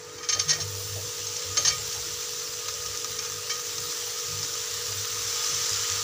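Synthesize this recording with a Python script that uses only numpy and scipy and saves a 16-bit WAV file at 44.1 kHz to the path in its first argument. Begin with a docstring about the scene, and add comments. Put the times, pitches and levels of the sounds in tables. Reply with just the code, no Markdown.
"""A kitchen, close to a metal pan of frying masala. Handfuls of chopped vegetables drop in,
thud on the heap and rattle the steel ladle against the pan. Bursting bubbles make the oil
fizz and spit, more as the wet pieces heat up. Two steady tones hum over a low rumble
with mains buzz that swells now and then."""
import sys
import numpy as np
from scipy import signal
from scipy.fft import rfft, irfft, next_fast_len
from scipy.io import wavfile
from scipy.ndimage import uniform_filter1d

SR = 44100
rng = np.random.default_rng(int(sys.argv[2]) if len(sys.argv) > 2 else 0)


def to_wav(s):
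    """Save 16-bit WAV."""
    ch = np.atleast_2d(s).T  # columns
    pcm = np.round(np.clip(ch, -1, 1) * 32767)  # PCM
    wavfile.write(sys.argv[1], SR, pcm.astype(np.int16))


N = 265923

# frying over time: time_s, fizz_db, spray_db, seethe_db
FRYING_LEVELS = [(0.0, -45.5, -61, -51), (0.26, -45, -56, -49), (0.4, -39, -49, -44),
                 (0.64, -38.5, -46, -47.5), (0.8, -36, -41.5, -49.5), (1.4, -34.5, -47, -48),
                 (1.9, -33.5, -43, -46.5), (2.6, -35, -45, -48), (3.56, -35.5, -44.5, -47),
                 (3.93, -33, -41.5, -46), (4.3, -33, -44, -46), (5.17, -32, -41.5, -43),
                 (5.46, -28, -43, -42), (6.03, -29, -42.5, -41.5)]
# spectra of fizz, finest spray and deep seething: freq_hz, gain_db
FIZZ_SPECTRUM = [(1500, -33), (2300, -16.5), (2800, -7.5), (4700, -3.5), (5400, -0.5), (6000, 2), (6400, 0),
                 (6620, -5), (6900, -1), (7400, -2.5), (8200, -17), (10500, -23), (13500, -28.5)]
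SPRAY_SPECTRUM = [(6000, -20), (8500, -3), (12000, -9.5), (13700, -13), (14200, -11), (14650, 5.5),
                  (15000, 8.5), (15500, -2.5)]
SEETHE_SPECTRUM = [(600, -45), (780, -17.5), (900, -8.5), (1300, -0.5), (1550, -5), (1800, -3),
                   (2500, -12.5), (4000, -67)]
# stove rumble, buzz / upper / lower band: centre_hz, width_hz
RUMBLE_BANDS = [(99.4, 21.6), (150, 13), (64.5, 28)]
# rumble swells: start_s, hold_s, buzz_db, upper_db, lower_db
RUMBLE_SWELLS = [(0.335, .1, -45, -56, -56), (0.468, 0.17, -55, -46.5, -57), (.62, 0.45, -42.5, -57, -60),
                 (1.21, 0.13, -50, -65, -65), (1.463, .12, -44, -67, -59), (1.597, .28, -45, -52, -52.5),
                 (1.93, 0.25, -53, -61, -54.5), (2.49, 0.1, -57, -60, -62), (2.7, 0.24, -57, -60, -56),
                 (3.11, 0.042, -51, -57, -58), (3.324, .06, -55, -59, -70), (3.773, .09, -54, -50, -65),
                 (4.304, 0.13, -47, -47, -58), (4.67, 0.1, -54, -58, -62), (4.88, 0.15, -44.5, -64, -61),
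                 (5.124, 0.14, -49, -61, -59), (5.527, 0.074, -49, -55, -62),
                 (5.72, 0.092, -44.5, -56, -58), (5.91, .12, -44.5, -64, -57)]
# steady tones: pitch_hz, rms_db
HUM_TONES = [(434, -51), (482.6, -48)]
# room air: freq_hz, gain_db
ROOM_SPECTRUM = [(15, -48), (30, -45), (100, -4), (156, -13), (210, -26.5), (310, -12.5), (380, -15.5),
                 (460, -4), (560, -12), (650, -17), (760, -24.5), (900, -14.5), (1200, -46)]
# ladle jolts: start_s, level_db, chatter_s, deep_boost_db
LADLE_JOLTS = [(0.182, -32.5, 0.0078, 17), (0.23, -27, 0.026, 15), (0.2885, -11.5, 0.017, 3),
               (0.325, -12.5, 0.013, 3.5), (0.346, -22.5, 0.0089, 8), (0.389, -24, 0.011, 2),
               (0.395, -13, 0.011, 3.5), (0.482, -19, 0.01, -1), (0.492, -11.5, 0.011, -4),
               (0.503, -12, 0.019, 9), (0.531, -20.5, 0.009, 15), (0.601, -20, 0.027, 3.5),
               (1.265, -22.5, 0.01, -12), (1.36, -22.5, 0.011, -11), (1.42, -26, 0.014, 2),
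               (1.571, -11, 0.01, 5), (1.649, -12.5, 0.017, 8), (1.6697, -12, 0.014, -3),
               (1.677, -10.5, 0.015, 1.5), (1.702, -22.5, 0.0084, 19), (1.923, -23, 0.0088, -12),
               (3.188, -21, 0.0077, 9), (3.497, -19, 0.022, 10), (3.514, -24, 0.011, 9),
               (3.56, -28, 0.011, -3)]
# modes of ladle and pan, deepest first: pitch_hz
MODE_HZ = [1240, 1690, 1879, 2281, 2440, 2742, 3040, 3155, 3705, 4175, 4235, 4555, 4620, 4940, 5431, 5485,
           5590, 5700, 5910, 6140, 6270, 6400, 6450, 6980, 7255, 8340, 9490, 9850, 10500]
# the same modes: width_hz, weight_db
MODE_SHAPES = [(4.96, -27.5), (29.8, -34), (19.4, -9.5), (13.4, -11), (20, -16), (40, -19), (40, -30),
               (19.6, -2.5), (40, -11.5), (30, -33), (30, -8), (21.7, 0.5), (30, -35), (40, -15), (30, -32),
               (24.7, 3), (35, -23), (35, 1.5), (30, -5), (40, -26), (30, -2.5), (25.6, 8.5), (30.5, -14),
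               (30, -7), (30, -4.5), (50, -23), (70, -40), (50, -12), (90, -38)]
# steel on steel: freq_hz, gain_db
SCRAPE_SPECTRUM = [(700, -6), (1500, -2.5), (3000, -2.5), (6000, 3), (7600, -6.5), (9000, -23.5),
                   (15000, -17)]
# soft pieces landing: start_s, peak_db, pitch_hz
LANDINGS = [(0.345, -36, 615), (0.519, -38, 610), (0.579, -37.5, 630), (0.958, -36, 610),
            (1.576, -35.5, 581), (1.659, -36.5, 770), (1.791, -42, 570), (1.944, -41, 770)]
# oil spits: start_s, tick_db, puff_db, knock_db
OIL_SPITS = [(2.6844, -21, -41, -30.5), (2.7397, -21, -28, -49), (2.8615, -24, -22.5, -43),
             (2.948, -27, -40, -38), (2.9744, -16, -29, -44), (3.0451, -22, -41, -30.5),
             (3.2492, -24, -36, -37), (3.321, -24, -32, -39), (3.694, -25, -36, -42),
             (3.782, -20, -23, -40), (3.926, -25, -36, -41), (4.199, -22, -28, -41), (4.43, -18, -25, -43),
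             (4.9214, -26, -35, -39), (5.4448, -19, -31, -35)]
# tick of a spit: freq_hz, gain_db
TICK_SPECTRUM = [(800, -30), (1300, -9), (2500, -9), (6500, 12), (9000, -11), (15000, -20)]

PAN_HZ = MODE_HZ[0]


def gain_of(db):
    """Decibels to amplitude."""
    return 10 ** (np.asarray(db) / 20)


def unit_rms(x):
    """Scales to rms 1."""
    return x / np.sqrt(np.mean(x ** 2) + 1e-20)


def unit_peak(x):
    """Scales to peak 1."""
    return x / abs(x).max()


def add(mix, start_s, sound):
    """Mixes a sound in at start_s."""
    part = mix[round(start_s * SR):][:len(sound)]
    part += sound[:len(part)]


def resonate(x, hz, width_hz, stages=1):
    """Unity-gain resonators in series: shift hz to zero, smooth, shift back."""
    carrier = np.exp(2j * np.pi * hz * np.arange(len(x)) / SR)
    pole = np.exp(-np.pi * width_hz / SR)
    for _ in range(stages):
        x = 2 * (carrier * signal.lfilter([1 - pole], [1, -pole], x / carrier)).real
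    return x


def colour(x, spectrum):
    """Filters by a spectrum table on a log-frequency axis; rms 1."""
    size = next_fast_len(len(x))
    hz, db = np.transpose(spectrum)
    bin_db = np.interp(np.log(np.fft.rfftfreq(size, 1 / SR) + 1), np.log(hz + 1), db)
    return unit_rms(irfft(rfft(x, size) * gain_of(bin_db), size)[:len(x)])


def patchy_hiss(window, depth_db, bins, frames):
    """Hiss whose level drifts in patches of bins by frames."""
    _, _, spectra = signal.stft(rng.standard_normal(N), SR, nperseg=window)
    patches = uniform_filter1d(rng.standard_normal(spectra.shape), bins, axis=0)
    patches = unit_rms(uniform_filter1d(patches, frames, axis=1))
    _, hiss = signal.istft(spectra * gain_of(depth_db * patches), SR, nperseg=window)
    return unit_rms(hiss[:N])


def bubbles(rate_per_s, spread_db, patchy_db, singing_db, burst_share=0.15):
    """Dense hiss with thin singing streaks, plus single bursts, a few of them large."""
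    hiss = patchy_hiss(256, patchy_db, bins=8, frames=10)
    hiss += patchy_hiss(1024, singing_db, bins=2, frames=4)
    sizes = gain_of(spread_db * np.minimum(rng.exponential(1, N), 3.5))
    onsets = rng.random(N) < rate_per_s / SR
    bursts = signal.lfilter([1], [1, -0.96], sizes * onsets) * rng.standard_normal(N)  # about 1 ms each
    return np.sqrt(1 - burst_share) * unit_rms(hiss) + np.sqrt(burst_share) * unit_rms(bursts)


def frying():
    """Three sizes of bubbles; the largest also ring the pan's deepest mode."""
    time_s, *columns = np.transpose(FRYING_LEVELS)
    fizz_db, spray_db, seethe_db = [np.interp(np.arange(N) / SR, time_s, db) for db in columns]
    shared = bubbles(rate_per_s=540, spread_db=3, patchy_db=1, singing_db=4.5)
    fine = bubbles(rate_per_s=420, spread_db=7, patchy_db=0, singing_db=4)
    fizz = colour(shared, FIZZ_SPECTRUM)
    spray = colour(0.52 * shared + 0.72 * fine, SPRAY_SPECTRUM)
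    seethe = colour(shared, SEETHE_SPECTRUM)
    seethe += gain_of(-5.5) * unit_rms(resonate(seethe, PAN_HZ, width_hz=15.4))
    return gain_of(fizz_db) * fizz + gain_of(spray_db) * spray + gain_of(seethe_db) * unit_rms(seethe)


def rumble_gains(rest_db=(-59.5, -68, -73.5), waver_db=1.5, rise_s=0.015, ebb_s=0.03):
    """Gain per band: a wavering rest level plus swells that rise, hold and ebb."""
    t = np.arange(0, N, 200) / SR
    drift = uniform_filter1d(uniform_filter1d(rng.standard_normal((3, len(t))), 16), 16)
    power = gain_of(np.array(rest_db)[:, None] + waver_db * unit_rms(drift)) ** 2
    for start_s, hold_s, *band_db in RUMBLE_SWELLS:
        rise = np.exp(-(np.maximum(start_s - t, 0) / rise_s) ** 2)
        ebb = np.exp(-(np.maximum(t - start_s - hold_s, 0) / ebb_s) ** 2)
        power += (gain_of(band_db)[:, None] * rise * ebb) ** 2
    return [np.interp(np.arange(N) / SR, t, np.sqrt(band)) for band in power]


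def stove_rumble(buzz_hz=100):
    """Three low noise bands; the middle one carries a buzz at twice the mains frequency."""
    buzz_gain, upper_gain, lower_gain = rumble_gains()
    middle, upper, lower = [unit_rms(resonate(rng.standard_normal(N), hz, width_hz, stages=2))
                            for hz, width_hz in RUMBLE_BANDS]
    tone = np.sin(2 * np.pi * (buzz_hz * np.arange(N) / SR + rng.random()))
    buzz = unit_rms(1.26 * tone + 0.71 * middle)
    return buzz_gain * buzz + upper_gain * upper + lower_gain * lower


def hum():
    """Two steady tones, each wavering slightly with narrow noise."""
    out, t = np.zeros(N), np.arange(N) / SR
    for hz, rms_db in HUM_TONES:
        waver = unit_rms(resonate(rng.standard_normal(N), hz, width_hz=24))
        tone = np.sqrt(2) * np.sin(2 * np.pi * (hz * t + rng.random()))
        out += gain_of(rms_db) * (tone + 0.073 * waver)
    return out


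def room_air(rms_db=-50.5):
    """Dull, drifting noise of the room."""
    return gain_of(rms_db) * colour(patchy_hiss(2048, depth_db=4, bins=3, frames=4), ROOM_SPECTRUM)


def ladle_rattle(build_s=0.0059, settle_s=0.036, muffle_s=0.02, spot_spread_db=2):
    """Each jolt is a short run of uneven contacts that rings the steel at a new spot."""
    out, ring_t, t = np.zeros(N), np.arange(16000) / SR, np.arange(4000) / SR
    hz = np.array(MODE_HZ)
    width_hz, weight_db = np.transpose(MODE_SHAPES)
    modes = np.exp(-np.pi * width_hz[:, None] * ring_t) * np.sin(2 * np.pi * hz[:, None] * ring_t)
    depth = np.clip(np.log2(4500 / hz), 0, 1)
    spots_db = spot_spread_db * rng.standard_normal((len(LADLE_JOLTS), len(hz)))
    noises = rng.standard_normal((len(LADLE_JOLTS), len(t)))
    for (start_s, level_db, chatter_s, deep_db), spot_db, noise in zip(LADLE_JOLTS, spots_db, noises):
        progress = t / chatter_s
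        swing = np.minimum(0.52 + 0.21 * progress, 1) * np.exp(-progress ** 4)  # builds, stops short
        settling = 0.5 * np.exp(-t / settle_s)
        attack = np.minimum(0.53 + t / build_s, 1)
        force = noise * np.sqrt(abs(noise)) * (swing + settling) * attack
        chatter = np.diff(force, prepend=0)
        strength = gain_of(weight_db + deep_db * depth + spot_db) / hz
        # food on the steel damps all but the deepest mode
        muffled = strength[1:] @ modes[1:] * np.exp(-ring_t / muffle_s)
        ring = unit_peak(signal.oaconvolve(chatter, muffled))
        pan = gain_of(weight_db[0] + 0.58 * deep_db) * unit_peak(signal.oaconvolve(chatter, modes[0]))
        scrape = gain_of(0.33 * deep_db - 20) * colour(chatter, SCRAPE_SPECTRUM)
        scrape = np.pad(scrape, (0, len(ring) - len(t)))
        add(out, start_s - 0.001, gain_of(level_db) * (ring + pan + scrape))
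    return signal.sosfilt(signal.butter(3, [850, 9500], "band", fs=SR, output="sos"), out)


def vegetable_thuds(attack_s=0.0046, decay_s=0.05):
    """Soft pieces land on the heap: dull, hollow knocks with two resonances."""
    out, t = np.zeros(N), np.arange(5000) / SR
    for start_s, peak_db, hz in LANDINGS:
        push = rng.standard_normal(len(t)) * np.exp(-(t / decay_s) ** 2) * np.minimum(t / attack_s, 1)
        upper = resonate(push, hz, width_hz=230, stages=2)
        lower = resonate(push, 0.56 * hz, width_hz=96, stages=2)
        add(out, start_s, gain_of(peak_db) * unit_peak(upper + 0.68 * lower))
    return out


def oil_spits(puff_hz=5770, lead_samples=100):
    """A steam pocket bursts: sharp tick, puff of spray, short knock on the pan."""
    out, t = np.zeros(N), np.arange(2500) / SR
    for start_s, tick_db, puff_db, knock_db in OIL_SPITS:
        noise = rng.standard_normal(len(t))
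        tick = colour(np.roll(noise * np.exp(-t / 0.0004), lead_samples), TICK_SPECTRUM)
        puff = resonate(noise, puff_hz, width_hz=1400, stages=2) * np.exp(-t / 0.011)
        pan = np.sin(2 * np.pi * PAN_HZ * t) * np.exp(-t / 0.0089)
        scrape = 1.24 * colour(noise, SCRAPE_SPECTRUM) * np.exp(-t / 0.01)
        tail = gain_of(puff_db) * unit_peak(puff) + gain_of(knock_db) * (pan + scrape)
        tail = np.pad(tail, (lead_samples, 0))[:len(t)]
        add(out, start_s - lead_samples / SR, gain_of(tick_db) * unit_peak(tick) + tail)
    return signal.sosfilt(signal.butter(4, 950, "high", fs=SR, output="sos"), out)


def scene():
    """One microphone: the same sound on both channels."""
    mix = frying() + stove_rumble() + hum() + room_air()
    mix += ladle_rattle() + vegetable_thuds() + oil_spits()
    return np.tile(mix, (2, 1))


def record(dry):
    """The phone's band limit, 15.5 kHz."""
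    lowpass = signal.firwin(2047, 15500, window=("kaiser", 9), fs=SR)
    return signal.oaconvolve(dry, lowpass[None], "same")


dry = scene()
out = record(dry)
to_wav(out)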